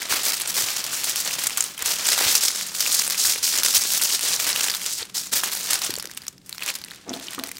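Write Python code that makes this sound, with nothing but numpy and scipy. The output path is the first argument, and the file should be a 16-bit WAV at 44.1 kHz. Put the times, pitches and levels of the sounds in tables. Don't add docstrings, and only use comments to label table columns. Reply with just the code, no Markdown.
import sys
import numpy as np
from scipy import signal
from scipy.fft import rfft, irfft
from scipy.io import wavfile
from scipy.ndimage import uniform_filter1d

SR = 44100
rng = np.random.default_rng(int(sys.argv[2]) if len(sys.argv) > 2 else 0)


def volts_from_db(level):
    exponent = np.asarray(level, float) / 20
    return 10 ** exponent


def master(y):
    cut = np.clip(np.atleast_2d(y).T, -1, 1)
    pcm = np.round(cut * 32767)
    wavfile.write(sys.argv[1], SR, pcm.astype(np.int16))


N = 334727


def evened(x):
    return x / np.sqrt(np.mean(x ** 2) + 1e-20)


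def read(points, hz):
    table_hz, value = np.transpose(points)
    return np.interp(np.log(hz + 1), np.log(table_hz + 1), value)


def add(mix, s, sound):
    part = mix[round(s * SR):][:len(sound)]
    part += sound[:len(part)]


def coloured(x, points):
    hz = abs(np.fft.fftfreq(4096, 1 / SR))
    log_gain = np.log(volts_from_db(read(points, hz)))
    spectrum = np.exp(np.conj(signal.hilbert(log_gain)))
    taps = np.fft.ifft(spectrum).real[:2048]
    return signal.oaconvolve(x, taps)[:len(x)]


def ring(x, hz, width):
    r = np.exp(-np.pi * width / SR)
    poles = [1, -2 * r * np.cos(2 * np.pi * hz / SR), r * r]
    return (1 - r * r) / 2 * signal.lfilter([1, 0, -1], poles, x)


def above(x, edge_hz):
    hz = np.fft.rfftfreq(len(x), 1 / SR)
    return irfft(rfft(x) / (1 + (edge_hz / (hz + 1)) ** 6), len(x))


def room_tone():
    # (frequency [Hz], relative level per Hz [dB])
    air_colour = [(18, -46), (30, -3.5), (250, 1), (382, -4.5), (600, -17), (1000, -19), (2400, -36),
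                  (4800, -25), (8300, -29), (15800, -38)]
    # (frequency [Hz], width [Hz], level [dB])
    hum_tones = [(187.3, 3.4, -60), (134.7, 20, -64), (299, 9.1, -71)]
    air = volts_from_db(-56.5) * evened(coloured(rng.standard_normal(N), air_colour))
    hum = sum(volts_from_db(db) * evened(ring(rng.standard_normal(N), hz, width)) for hz, width, db in hum_tones)
    return air + hum


def effort():
    # (time [s], level [dB], large facets over it [dB], smallest facets over it [dB])
    settling = [(0, -36, -1.5, -11), (.45, -41, 1.5, -10), (1.2, -39.5, 1.5, -7), (1.66, -35.5, -4.5, -10),
                (1.77, -47.5, -2, -5), (2.0, -35, 1.5, -8), (2.7, -37.5, -5.5, -10), (3.4, -38.5, -4, -12),
                (4.9, -38, -4.5, -12), (5.06, -56, -4, -16), (5.13, -54, -3, -16), (5.3, -53, -4, -12),
                (5.9, -46, -2, -10), (6.1, -51.5, 0, -14), (6.25, -53.5, 1, -10), (6.4, -66.5, -1, -14),
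                (6.55, -49.5, -3, -2), (6.8, -51, -2, -17), (6.97, -52, 2.5, -16), (7.05, -58, 2.5, -16),
                (7.3, -49, 2.5, -18), (7.59, -53, -4, -12)]
    # (time [s], hold [s], level [dB], large facets over it [dB], smallest facets over it [dB])
    squeezes = [(0, 0.015, -35, -10, -10), (0.084, 0.087, -27, -2.5, -2), (0.183, 0.04, -34, -0.5, -7),
                (0.233, 0.053, -22.5, -7, -2), (0.316, 0.061, -32.5, -9, -6), (0.391, 0.026, -29, -7, -10),
                (0.469, 0.033, -27.5, -9, -1), (0.536, 0.075, -24.5, -7.5, -5),
                (0.606, 0.13, -29.5, -8, -7), (0.743, 0.056, -31, -8, -8), (0.83, 0.071, -34.5, -5.5, -12),
                (0.905, 0.11, -30.5, -13, -6), (1.025, 0.038, -28, -21, -7), (1.072, 0.035, -26, -16, -9),
                (1.15, 0.054, -25, -17, -6), (1.246, 0.041, -29, -3.5, -7), (1.303, 0.043, -32, -8, -9),
                (1.369, 0.091, -30, -8, -8), (1.577, 0.085, -37, -6.5, -4), (1.784, 0.038, -37, 4, -13),
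                (1.839, 0.092, -25.5, -7.5, -5), (1.977, 0.062, -34, -4.5, -9), (2.037, 0.1, -22, -9, -11),
                (2.167, 0.11, -23.5, -3, -4), (2.267, 0.096, -21, -11, -7), (2.402, 0.085, -22.5, -14, -11),
                (2.488, 0.14, -29.5, -12.5, -16), (2.736, 0.061, -32, -13, -7),
                (2.804, 0.095, -26.5, -10.5, -6), (2.898, 0.087, -20.5, -16.5, -10),
                (2.992, 0.063, -29.5, -8, -3), (3.09, 0.057, -30, -8.5, -7), (3.165, 0.11, -20, -16, -11),
                (3.29, 0.035, -20.5, -14, -8), (3.421, 0.084, -21.5, -16.5, -8),
                (3.502, 0.098, -25.5, -7.5, -9), (3.628, 0.11, -23.5, -11, -8),
                (3.731, 0.047, -19, -16.5, -1), (3.797, 0.042, -25.5, -9, -14),
                (3.851, 0.13, -24.5, -13.5, -5), (4.005, 0.057, -24.5, -12, -6),
                (4.062, 0.088, -22, -13, -11), (4.211, 0.14, -24.5, -9.5, -11),
                (4.385, 0.06, -27, -7.5, -3), (4.453, 0.05, -25, -5, -8), (4.534, 0.14, -27, -6, -7),
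                (4.708, 0.065, -32, -8, -5), (4.807, 0.11, -32, -11, -9), (4.882, 0.1, -30, -25, -13),
                (4.983, 0.026, -31.5, -1.5, -20), (5.14, 0.048, -24, -13, -8),
                (5.208, 0.053, -35.5, -13, -8), (5.311, 0.028, -24, -8, -9), (5.344, 0.026, -21, -7.5, 1),
                (5.42, 0.065, -32, -1.5, -3), (5.499, 0.11, -33, -5.5, -2), (5.594, 0.11, -33.5, -6.5, -7),
                (5.674, 0.08, -27.5, -4, -11), (5.8, 0.07, -30, -4, -7), (5.892, 0.027, -42.5, 2.5, -11),
                (6.595, 0.062, -40, 3.5, -8), (6.653, 0.047, -34, -2.5, -19), (6.734, 0.027, -43, -1, -9),
                (7.073, 0.018, -53, 10, -16), (7.117, 0.045, -41.5, -4, -11), (7.206, 0.049, -39, -7, -19),
                (7.3, 0.038, -41, -3.5, -13), (7.435, 0.041, -45, 2, -8)]
    # fall of (middle, large, smallest) facets [dB per s]
    falls = [290, 257, 400]
    grip_s = 0.021
    t = np.arange(N) / SR
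    s, db, large_db, tiny_db = np.transpose(settling)
    levels = (db, db + large_db, db + tiny_db)
    power = np.array([volts_from_db(2 * np.interp(t, s, level_db)) for level_db in levels])
    for start, hold, db, large_db, tiny_db in squeezes:
        u = np.arange(0, hold + 0.3, 1 / SR)
        closing = np.minimum(u / grip_s, 1) ** 2
        since_release = np.maximum(u - hold, 0)
        for part, part_db, fall in zip(power, (db, db + large_db, db + tiny_db), falls):
            add(part, start, closing * volts_from_db(2 * (part_db - fall * since_release)))
    return np.sqrt(power)


def crackle():
    # (frequency [Hz], relative level per Hz [dB])
    foil_colour = [(120, -13), (250, -2), (500, 0), (900, -2), (1500, 0), (2500, 0.5), (4000, 1),
                   (5500, 1.5), (8300, -1.5), (11000, -5.5), (15500, -2)]
    starts = (rng.random(N) < 90 / SR) * volts_from_db(5.2 * np.minimum(rng.exponential(1, N), 4))
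    spread = signal.lfilter([1], [1, -np.exp(-1 / (0.0025 * SR))], starts)
    clumps = 2.3 + uniform_filter1d(spread, 120)
    sizes = volts_from_db(2.2 * np.minimum(rng.exponential(1, N), 5)) * (rng.random(N) < 5000 / SR) * clumps
    kind, out = rng.integers(0, 10, N), np.zeros(N)
    for k, hz in enumerate(np.geomspace(900, 13000, num=10)):
        envelope = signal.lfilter([1], [1, -np.exp(-1 / (0.0015 * SR))], sizes * (kind == k))
        rattle = rng.standard_normal(N) * envelope
        out += rattle + volts_from_db(6.5) * ring(rattle, hz, 0.81 * hz)
    out = coloured(out, foil_colour)
    out /= np.sqrt(uniform_filter1d(out ** 2, 9000) + 1e-12)
    smallest, upper = above(out, 11700), above(out, 3970)
    bands = [evened(upper - smallest), evened(out - upper), evened(smallest)]
    return (effort() * bands).sum(0)


def kitchen(x):
    # (frequency [Hz], time to fall by 60 dB [s])
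    echo_decay = [(300, 1), (1500, 0.29), (5000, 0.13), (14000, 0.24)]
    out, turn = np.zeros(N), np.arange(N) / SR * 8.2
    at = np.arange(80, SR // 2 - 20, 20)
    for k in range(3):
        taps = np.zeros(SR // 2)
        taps[at + rng.integers(0, 20, len(at))] = rng.choice([-1., 1.], len(at))
        hz, t, bands = signal.stft(taps, SR, nperseg=256)
        fading = volts_from_db(-60 * t / read(echo_decay, hz)[:, None])
        tail = signal.istft(bands * fading, SR, nperseg=256)[1]
        share = np.sqrt(2 / 3) * np.cos(turn + k * np.pi / 3)
        out += signal.fftconvolve(x * share, tail / np.linalg.norm(tail))[:N]
    return out


def facet(noise, hz, edge_db, t60, damping):
    flip_db, flip_s = 5, 0.0001
    t = np.arange(len(noise)) / SR
    rattle = noise * (1 - np.exp(-t / 0.000077)) * volts_from_db(-60 * t / t60)
    rattle = rattle + volts_from_db(flip_db) * np.e * t / flip_s * np.exp(-t / flip_s)
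    body = ring(ring(rattle, hz, damping * hz), hz, 3.0 * damping * hz)
    edge = ring(rattle, 3100, 18000)
    sound = body / abs(body).max() + volts_from_db(edge_db) * edge / abs(edge).max()
    return sound / abs(sound).max()


def snaps():
    # (time [s], level [dB], ring of the facet [Hz], sharp edge over the ring [dB], rattle's 60 dB fall [s])
    creases = [(0.0182, -15.5, 2040, 2, 0.028), (0.1214, -9, 4500, 5, 0.07), (0.2327, -14, 7340, 7, 0.0318),
               (0.2834, -7.5, 4820, 15, 0.023), (0.321, -8.9, 4740, 7.5, 0.014),
               (0.341, -11, 4770, 6, 0.015), (0.3676, -17, 8960, 2, 0.0289),
               (0.3993, -14.5, 10900, 1, 0.0193), (0.4095, -19, 3260, 9, 0.039),
               (0.417, -12.5, 8700, 1, 0.0177), (0.4746, -12.5, 8010, -0.5, 0.04),
               (0.5424, -14, 5470, 16, 0.045), (0.6854, -11.5, 2710, 3, 0.01),
               (0.704, -13, 5120, 4, 0.0126), (0.7642, -12.5, 5990, 6, 0.029),
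               (0.8032, -18, 4780, -2, 0.011), (0.8402, -13, 5430, 4, 0.0237),
               (0.8652, -11, 5730, 21, 0.016), (0.9309, -16, 1410, 11, 0.045),
               (0.9429, -16, 6070, 5, 0.025), (0.9669, -16.5, 7360, 2, 0.014),
               (1.0426, -7.5, 7320, 5.5, 0.0239), (1.095, -9, 6300, 5, 0.051), (1.154, -22, 4650, 9, 0.045),
               (1.1588, -7.5, 3130, 15, 0.013), (1.2488, -13.5, 6500, 2, 0.034),
               (1.3094, -13.6, 2840, 9, 0.0226), (1.3537, -16, 3320, 9, 0.0122),
               (1.3903, -18, 3250, 6, 0.025), (1.4378, -10.5, 8310, 8, 0.028),
               (1.462, -31, 4350, 17, 0.045), (1.469, -4, 7540, 12, 0.03), (1.4961, -15.9, 8230, 5, 0.0148),
               (1.5062, -15.6, 2970, 7, 0.0098), (1.5732, -6.5, 7190, 8, 0.035),
               (1.5807, -11.5, 1400, 8, 0.025), (1.6062, -3.9, 7160, -10, 0.019),
               (1.6242, -12, 6890, 5, 0.017), (1.6405, -8.5, 9090, -12, 0.0053),
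               (1.7777, -19, 2960, 2, 0.045), (1.792, -15.5, 11500, 9, 0.012),
               (1.8224, -10.5, 7450, 11, 0.0202), (1.8593, -9.5, 5640, 13, 0.039),
               (1.9569, -19, 3320, 10, 0.039), (1.9852, -16, 5970, 0, 0.05),
               (2.0087, -16, 6720, -6, 0.0191), (2.0195, -22, 5990, -3, 0.045),
               (2.0467, -19, 5680, 9, 0.04), (2.0672, -12, 7900, -5, 0.045), (2.0881, -6, 7000, -14, 0.011),
               (2.114, -21, 6680, -3, 0.04), (2.1787, -9, 3790, 7, 0.025), (2.3124, -10.5, 2930, 14, 0.049),
               (2.3522, -3.8, 5440, 2, 0.0397), (2.3788, -11.1, 6630, -6, 0.04),
               (2.4081, -13.5, 5640, 6, 0.055), (2.479, -18, 5000, -4, 0.045),
               (2.5695, -23, 6890, 6, 0.051), (2.665, -18.5, 8140, 10, 0.055),
               (2.6852, -19.5, 6340, 0, 0.022), (2.7494, -14.5, 3920, 13, 0.0308),
               (2.795, -12.5, 5680, 9, 0.061), (2.8048, -5.5, 5340, 4, 0.068),
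               (2.8632, -12, 2760, -10, 0.0085), (2.924, -13, 8000, -9, 0.045),
               (2.9952, -17.5, 5260, 1, 0.045), (3.0213, -10.8, 7970, 5, 0.0166),
               (3.0362, -15, 5680, 9, 0.045), (3.052, -13.8, 6890, 5, 0.0126),
               (3.0656, -15, 8480, 5, 0.0273), (3.0774, -6.5, 8800, 3, 0.0092),
               (3.083, -18, 8100, 0, 0.011), (3.0996, -8, 6120, 13, 0.013), (3.1066, -10, 4950, 10, 0.031),
               (3.1459, -12.5, 2540, -2, 0.011), (3.177, -14, 5210, 3, 0.045), (3.296, -8, 5300, 7, 0.068),
               (3.383, -18.2, 5380, 4, 0.045), (3.4298, -10.5, 5810, 14, 0.0378),
               (3.4411, -13, 5600, 0, 0.077), (3.495, -18, 5250, 5, 0.045), (3.5371, -13, 4950, 9, 0.015),
               (3.5585, -11, 4950, 2, 0.051), (3.5759, -7.5, 6420, 11, 0.02), (3.5856, -7, 6030, 1, 0.0167),
               (3.6334, -5, 9800, 20, 0.0253), (3.661, -11, 6720, 2, 0.045), (3.6839, -6, 5340, 9, 0.017),
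               (3.7462, -6.5, 5000, 9, 0.057), (3.768, -7.5, 5680, 4, 0.045), (3.7774, -7, 8960, -4, 0.013),
               (3.8199, -14, 5470, -4, 0.035), (3.8364, -12, 6630, -1, 0.0166),
               (3.947, -10, 5870, 10, 0.057), (3.9637, -15, 5810, 13, 0.041),
               (3.9963, -15.5, 2800, 1, 0.054), (4.0152, -9.5, 9500, 6, 0.045),
               (4.023, -8.5, 5170, 9, 0.026), (4.0469, -14, 6240, 3, 0.045),
               (4.1934, -8.5, 9170, 10, 0.007), (4.209, -15, 10590, 18, 0.045),
               (4.3336, -10.5, 4780, -7, 0.019), (4.3625, -8.5, 5940, -4, 0.014),
               (4.3997, -10, 6240, 5, 0.049), (4.4686, -13, 6370, 13, 0.0313), (4.49, -9, 9000, 8, 0.035),
               (4.505, -13, 8570, -1, 0.021), (4.5175, -17, 9300, 1, 0.0136),
               (4.529, -12.2, 4950, -8, 0.0143), (4.5605, -5.5, 3300, 3, 0.018),
               (4.6339, -12, 7620, 2, 0.034), (4.6422, -4.5, 7640, -4, 0.0063),
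               (4.647, -12, 7410, 4, 0.011), (4.6729, -14, 8530, 7, 0.015), (4.6852, -18, 4820, -3, 0.0084),
               (4.699, -6.5, 5040, -3, 0.0066), (4.7035, -12, 5340, 4, 0.022),
               (4.7147, -13, 4610, 2, 0.0231), (4.7397, -11, 3570, -4, 0.0109),
               (4.7487, -9.5, 4780, 10, 0.0096), (4.755, -15, 4310, 9, 0.0131),
               (4.767, -17, 7060, 8.5, 0.037), (4.8097, -23, 8140, 6, 0.015),
               (4.8161, -15.5, 3490, 11, 0.0203), (4.9354, -21, 8400, -10, 0.0281),
               (5.0283, -15, 4300, -10, 0.0105), (5.0519, -30, 8000, 0, 0.0256),
               (5.1435, -33, 8870, 3, 0.021), (5.1514, -21, 5060, 9, 0.023), (5.2695, -21, 6590, 4, 0.0191),
               (5.4355, -9.5, 3080, 2, 0.025), (5.4409, -11, 6460, 6, 0.045), (5.467, -26, 5170, 6, 0.037),
               (5.5167, -16.6, 6550, 19, 0.035), (5.5236, -15, 4040, 7, 0.0135),
               (5.5317, -13, 4440, 11, 0.0338), (5.5512, -12, 10550, 5, 0.0079),
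               (5.572, -15.1, 4660, 14, 0.021), (5.6302, -16, 6800, -2, 0.02),
               (5.6488, -21, 5000, 5, 0.016), (5.7064, -8, 8050, 11, 0.045),
               (5.7324, -2.5, 5340, 13, 0.015), (5.7408, -8.0, 8270, 1, 0.018),
               (5.7494, -18, 5640, 3, 0.0197), (5.7895, -17.1, 4350, 14, 0.045),
               (5.818, -10, 4500, 4, 0.0213), (5.8362, -13, 5700, -12, 0.039),
               (5.8451, -13, 8480, -8, 0.038), (5.905, -10.5, 5050, 13, 0.019),
               (5.9396, -10, 5210, 8, 0.0072), (5.9547, -15.7, 4400, 7, 0.0081),
               (5.9637, -17, 7490, 1, 0.012), (5.9851, -13.6, 8100, 7, 0.0084),
               (5.9979, -14, 5250, 6, 0.02), (6.0067, -24, 5560, -1, 0.0084),
               (6.0254, -15, 10510, 15, 0.011), (6.0421, -27.1, 1697, 4, 0.0099),
               (6.0553, -14, 6100, 11, 0.0075), (6.0727, -23, 5250, 6, 0.0098),
               (6.0969, -27, 1810, 0, 0.0084), (6.1071, -32, 5340, 7, 0.0222),
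               (6.1134, -21.5, 4880, 9, 0.0087), (6.1365, -26, 6500, 12, 0.0083),
               (6.148, -29, 9040, -5, 0.0085), (6.1696, -27.4, 5170, 7, 0.045),
               (6.1742, -14, 3200, 15, 0.0196), (6.2188, -24.5, 4900, 2, 0.0117),
               (6.236, -29, 1800, 5, 0.008), (6.2522, -34, 4010, 6, 0.0092),
               (6.2672, -19.5, 5260, 10, 0.0093), (6.2809, -12, 6400, 0, 0.016),
               (6.3799, -34.5, 5080, -1, 0.0125), (6.4157, -45, 4180, -4, 0.0126),
               (6.4477, -51, 5470, 10, 0.0379), (6.4609, -33.1, 8610, 17, 0.11),
               (6.4935, -18, 8350, 11, 0.016), (6.5275, -14.5, 4200, -2, 0.0081),
               (6.5474, -25.7, 1530, 10, 0.0086), (6.5812, -17, 4500, -1, 0.0065),
               (6.5939, -26, 2540, -5, 0.024), (6.6068, -25.0, 2840, 3, 0.0138),
               (6.6224, -16.5, 2630, -11, 0.0138), (6.6329, -16, 4310, 10, 0.045),
               (6.662, -13, 6890, 14, 0.0099), (6.678, -13, 2930, 10, 0.018), (6.6873, -15, 3020, 1, 0.032),
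               (6.702, -10, 2450, 2, 0.015), (6.7398, -20, 5170, 9, 0.0227),
               (6.7523, -15.5, 4360, 8, 0.0397), (6.787, -25, 4910, 12, 0.0122),
               (6.8159, -22, 4520, 3, 0.0066), (6.8393, -19, 4670, -1, 0.0072),
               (6.8471, -23, 8440, 7, 0.0105), (6.8598, -33, 1800, 0, 0.027),
               (6.8727, -43, 2820, 9, 0.0222), (6.8844, -26, 3380, 4, 0.0074),
               (6.9097, -21.5, 4060, 0, 0.0078), (6.9162, -20.5, 1860, 5, 0.0041),
               (6.9362, -30, 2000, 0, 0.0094), (6.9464, -30, 4260, 8, 0.0153),
               (6.959, -32, 3360, 13, 0.016), (7.0934, -18.5, 6100, -20, 0.013),
               (7.0987, -28, 5940, -14, 0.028), (7.1313, -25, 3790, -3, 0.049),
               (7.1372, -19, 3760, -2, 0.027), (7.1711, -29, 4690, -8, 0.0276),
               (7.1982, -24, 3920, 2, 0.016), (7.2685, -23.3, 4950, -9, 0.0176),
               (7.2833, -18, 3190, -14, 0.0155), (7.3075, -21, 9130, 6, 0.0137),
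               (7.3335, -17, 8740, 19, 0.0093), (7.3476, -19, 3180, 6, 0.014),
               (7.3814, -23, 1210, -19, 0.05), (7.3906, -17, 7000, 5, 0.007),
               (7.3964, -14.7, 4020, 0, 0.0051), (7.4371, -11, 4570, 9, 0.009),
               (7.4418, -21.5, 5640, -2, 0.0091), (7.4722, -19.5, 8440, 11, 0.0074),
               (7.4851, -26.7, 9560, 3, 0.0218), (7.4911, -19, 2200, 9, 0.0079),
               (7.5151, -15.5, 2160, 8, 0.016), (7.5546, -28.3, 2840, 9, 0.0137),
               (7.5616, -30, 5170, 4, 0.0183), (7.5694, -21, 4870, 0, 0.0093),
               (7.5829, -25, 2540, 12, 0.013)]
    out, noise = np.zeros(N), rng.standard_normal((len(creases), 2500))
    for (s, db, hz, edge_db, t60), row in zip(creases, noise):
        add(out, s, volts_from_db(db) * facet(row, hz, edge_db, t60, damping=0.25))
    return signal.sosfilt(signal.butter(2, 700, "highpass", fs=SR, output="sos"), out)


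def strays():
    per_s, over_db, spread_db = 45, 8, 0.5
    strength = effort()[0]
    chance, noise = rng.random((600, 5)), rng.standard_normal((600, 1500))
    times, out = np.cumsum(-np.log(1 - chance[:, 0])) / per_s, np.zeros(N)
    times = times[times < N / SR - 0.01]
    for s, (_, size, pitch, edge, length), row in zip(times, chance, noise):
        db = over_db - spread_db * np.log(1.1 - size)
        sound = facet(row, 2500 * 3.6 ** pitch, -2 + 12 * edge, 0.005 * 3.4 ** length, damping=0.35)
        add(out, s, strength[round(s * SR)] * volts_from_db(db) * sound)
    return out


def bumps():
    # (time [s], level [dB], frequency [Hz])
    thuds = [(.112, -43, 99.6), (.14, -29, 423), (.63, -39, 109), (1.19, -50, 72), (1.814, -46, 78.1),
             (1.859, -44, 78.1), (2.211, -21.5, 450), (2.258, -35, 92), (2.263, -29, 500),
             (2.843, -35, 410), (3.08, -31.5, 546), (3.275, -44, 91.5), (3.36, -31.5, 450),
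             (3.773, -43, 91.5), (4.237, -31.5, 458), (4.299, -49, 78.1), (4.494, -49, 64.6),
             (5.006, -47, 91.5), (5.024, -32, 437), (5.334, -51, 75.4), (5.894, -22.5, 353),
             (5.899, -43, 108), (5.93, -34.5, 240), (5.969, -47, 67.3), (5.977, -27.5, 484),
             (6.046, -31.5, 445), (6.074, -42, 360)]
    out, t = np.zeros(N), np.arange(6000) / SR
    for s, db, hz in thuds:
        swell = np.e * hz * t / 0.56 * np.exp(-hz * t / 0.53)
        add(out, s, volts_from_db(db) * np.sin(2 * np.pi * hz * t) * swell)
    return out


def pops():
    # (time [s], level [dB], frequency [Hz])
    flat_parts = [(0.125, -5.5, 1460), (0.161, -13, 1740), (0.283, -22, 2090), (0.401, -15, 2420),
                  (0.931, -21, 1420), (1.035, -15, 2790), (1.265, -15, 2060), (1.497, -20, 2020),
                  (1.578, -24, 1430), (1.606, -13.5, 2420), (2.178, -9, 1020), (2.21, -14, 740),
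                  (2.351, -23, 950), (2.504, -17, 2040), (2.611, -12, 2630), (2.933, -21, 1600),
                  (2.961, -18, 2050), (2.996, -15, 1380), (3.019, -12.5, 2150), (3.25, -13, 1660),
                  (3.359, -14, 2540), (3.568, -15, 2220), (3.623, -17, 1170), (3.663, -9, 2040),
                  (4.013, -12, 1710), (4.399, -14, 2600), (4.467, -13.5, 1900), (4.641, -15, 2030),
                  (4.684, -7.5, 2740), (5.0, -26, 2790), (5.33, -23, 2040), (5.435, -7.5, 1430),
                  (5.998, -20, 1700)]
    out, noise = np.zeros(N), rng.standard_normal((len(flat_parts), 1500))
    for (s, db, hz), row in zip(flat_parts, noise):
        add(out, s, volts_from_db(db) * facet(row, hz, edge_db=0.5, t60=0.011, damping=0.6))
    return out


def panel():
    # (time [s], rise [s], force level [dB], fade [dB per s])
    rubs = [(7.054, .06, -34.5, 120), (7.375, 0.0068, -34.5, 200)]
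    # (time [s], force level [dB])
    blows = [(7.066, -28), (7.087, -16.5), (7.116, -14), (7.139, -25), (7.38, -23)]
    # (frequency [Hz], level [dB], ring length setting [s]; width = 1.64 / length)
    wood_modes = [(271, 14, 0.085), (353, 4, 0.022), (463, -2, 0.028), (660, 8, 0.063), (845, -2, 0.15),
                  (1210, -11, 0.093), (1360, -16, 0.061)]
    t = np.arange(N) / SR
    ticks = (rng.random(N) < 900 / SR) * rng.standard_normal(N)
    slips = evened(uniform_filter1d(ticks, size=16))
    force = slips * sum(np.clip((t - s) / rise, 0, 1) * volts_from_db(db - fade * np.maximum(t - s - rise, 0))
                        for s, rise, db, fade in rubs)
    chatter = uniform_filter1d(rng.standard_normal((len(blows), 400)), size=10)
    chatter = chatter * np.exp(-np.arange(400) / (0.0028 * SR))
    for (s, db), blow in zip(blows, chatter):
        add(force, s, volts_from_db(db) * blow)
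    ringing = sum(volts_from_db(db) * ring(force, hz, 1.64 / length) for hz, db, length in wood_modes)
    return ringing + volts_from_db(-9) * ring(force, 330, 650)


def scene():
    near = crackle() + snaps() + strays() + pops() + bumps() + panel()
    return (near + volts_from_db(-18) * kitchen(near) + room_tone())[None]


def low_pass(x):
    return signal.sosfilt(signal.butter(12, 16970, fs=SR, output="sos"), x)


def record(dry):
    thinned = signal.sosfilt(signal.butter(2, 45, "highpass", fs=SR, output="sos"), dry)
    treble_cut = signal.firwin(301, 15900, window=("kaiser", 6), fs=SR)
    limited = signal.oaconvolve(thinned, treble_cut[None], "same")
    return low_pass(limited)


dry = scene()
out = record(dry)
master(out)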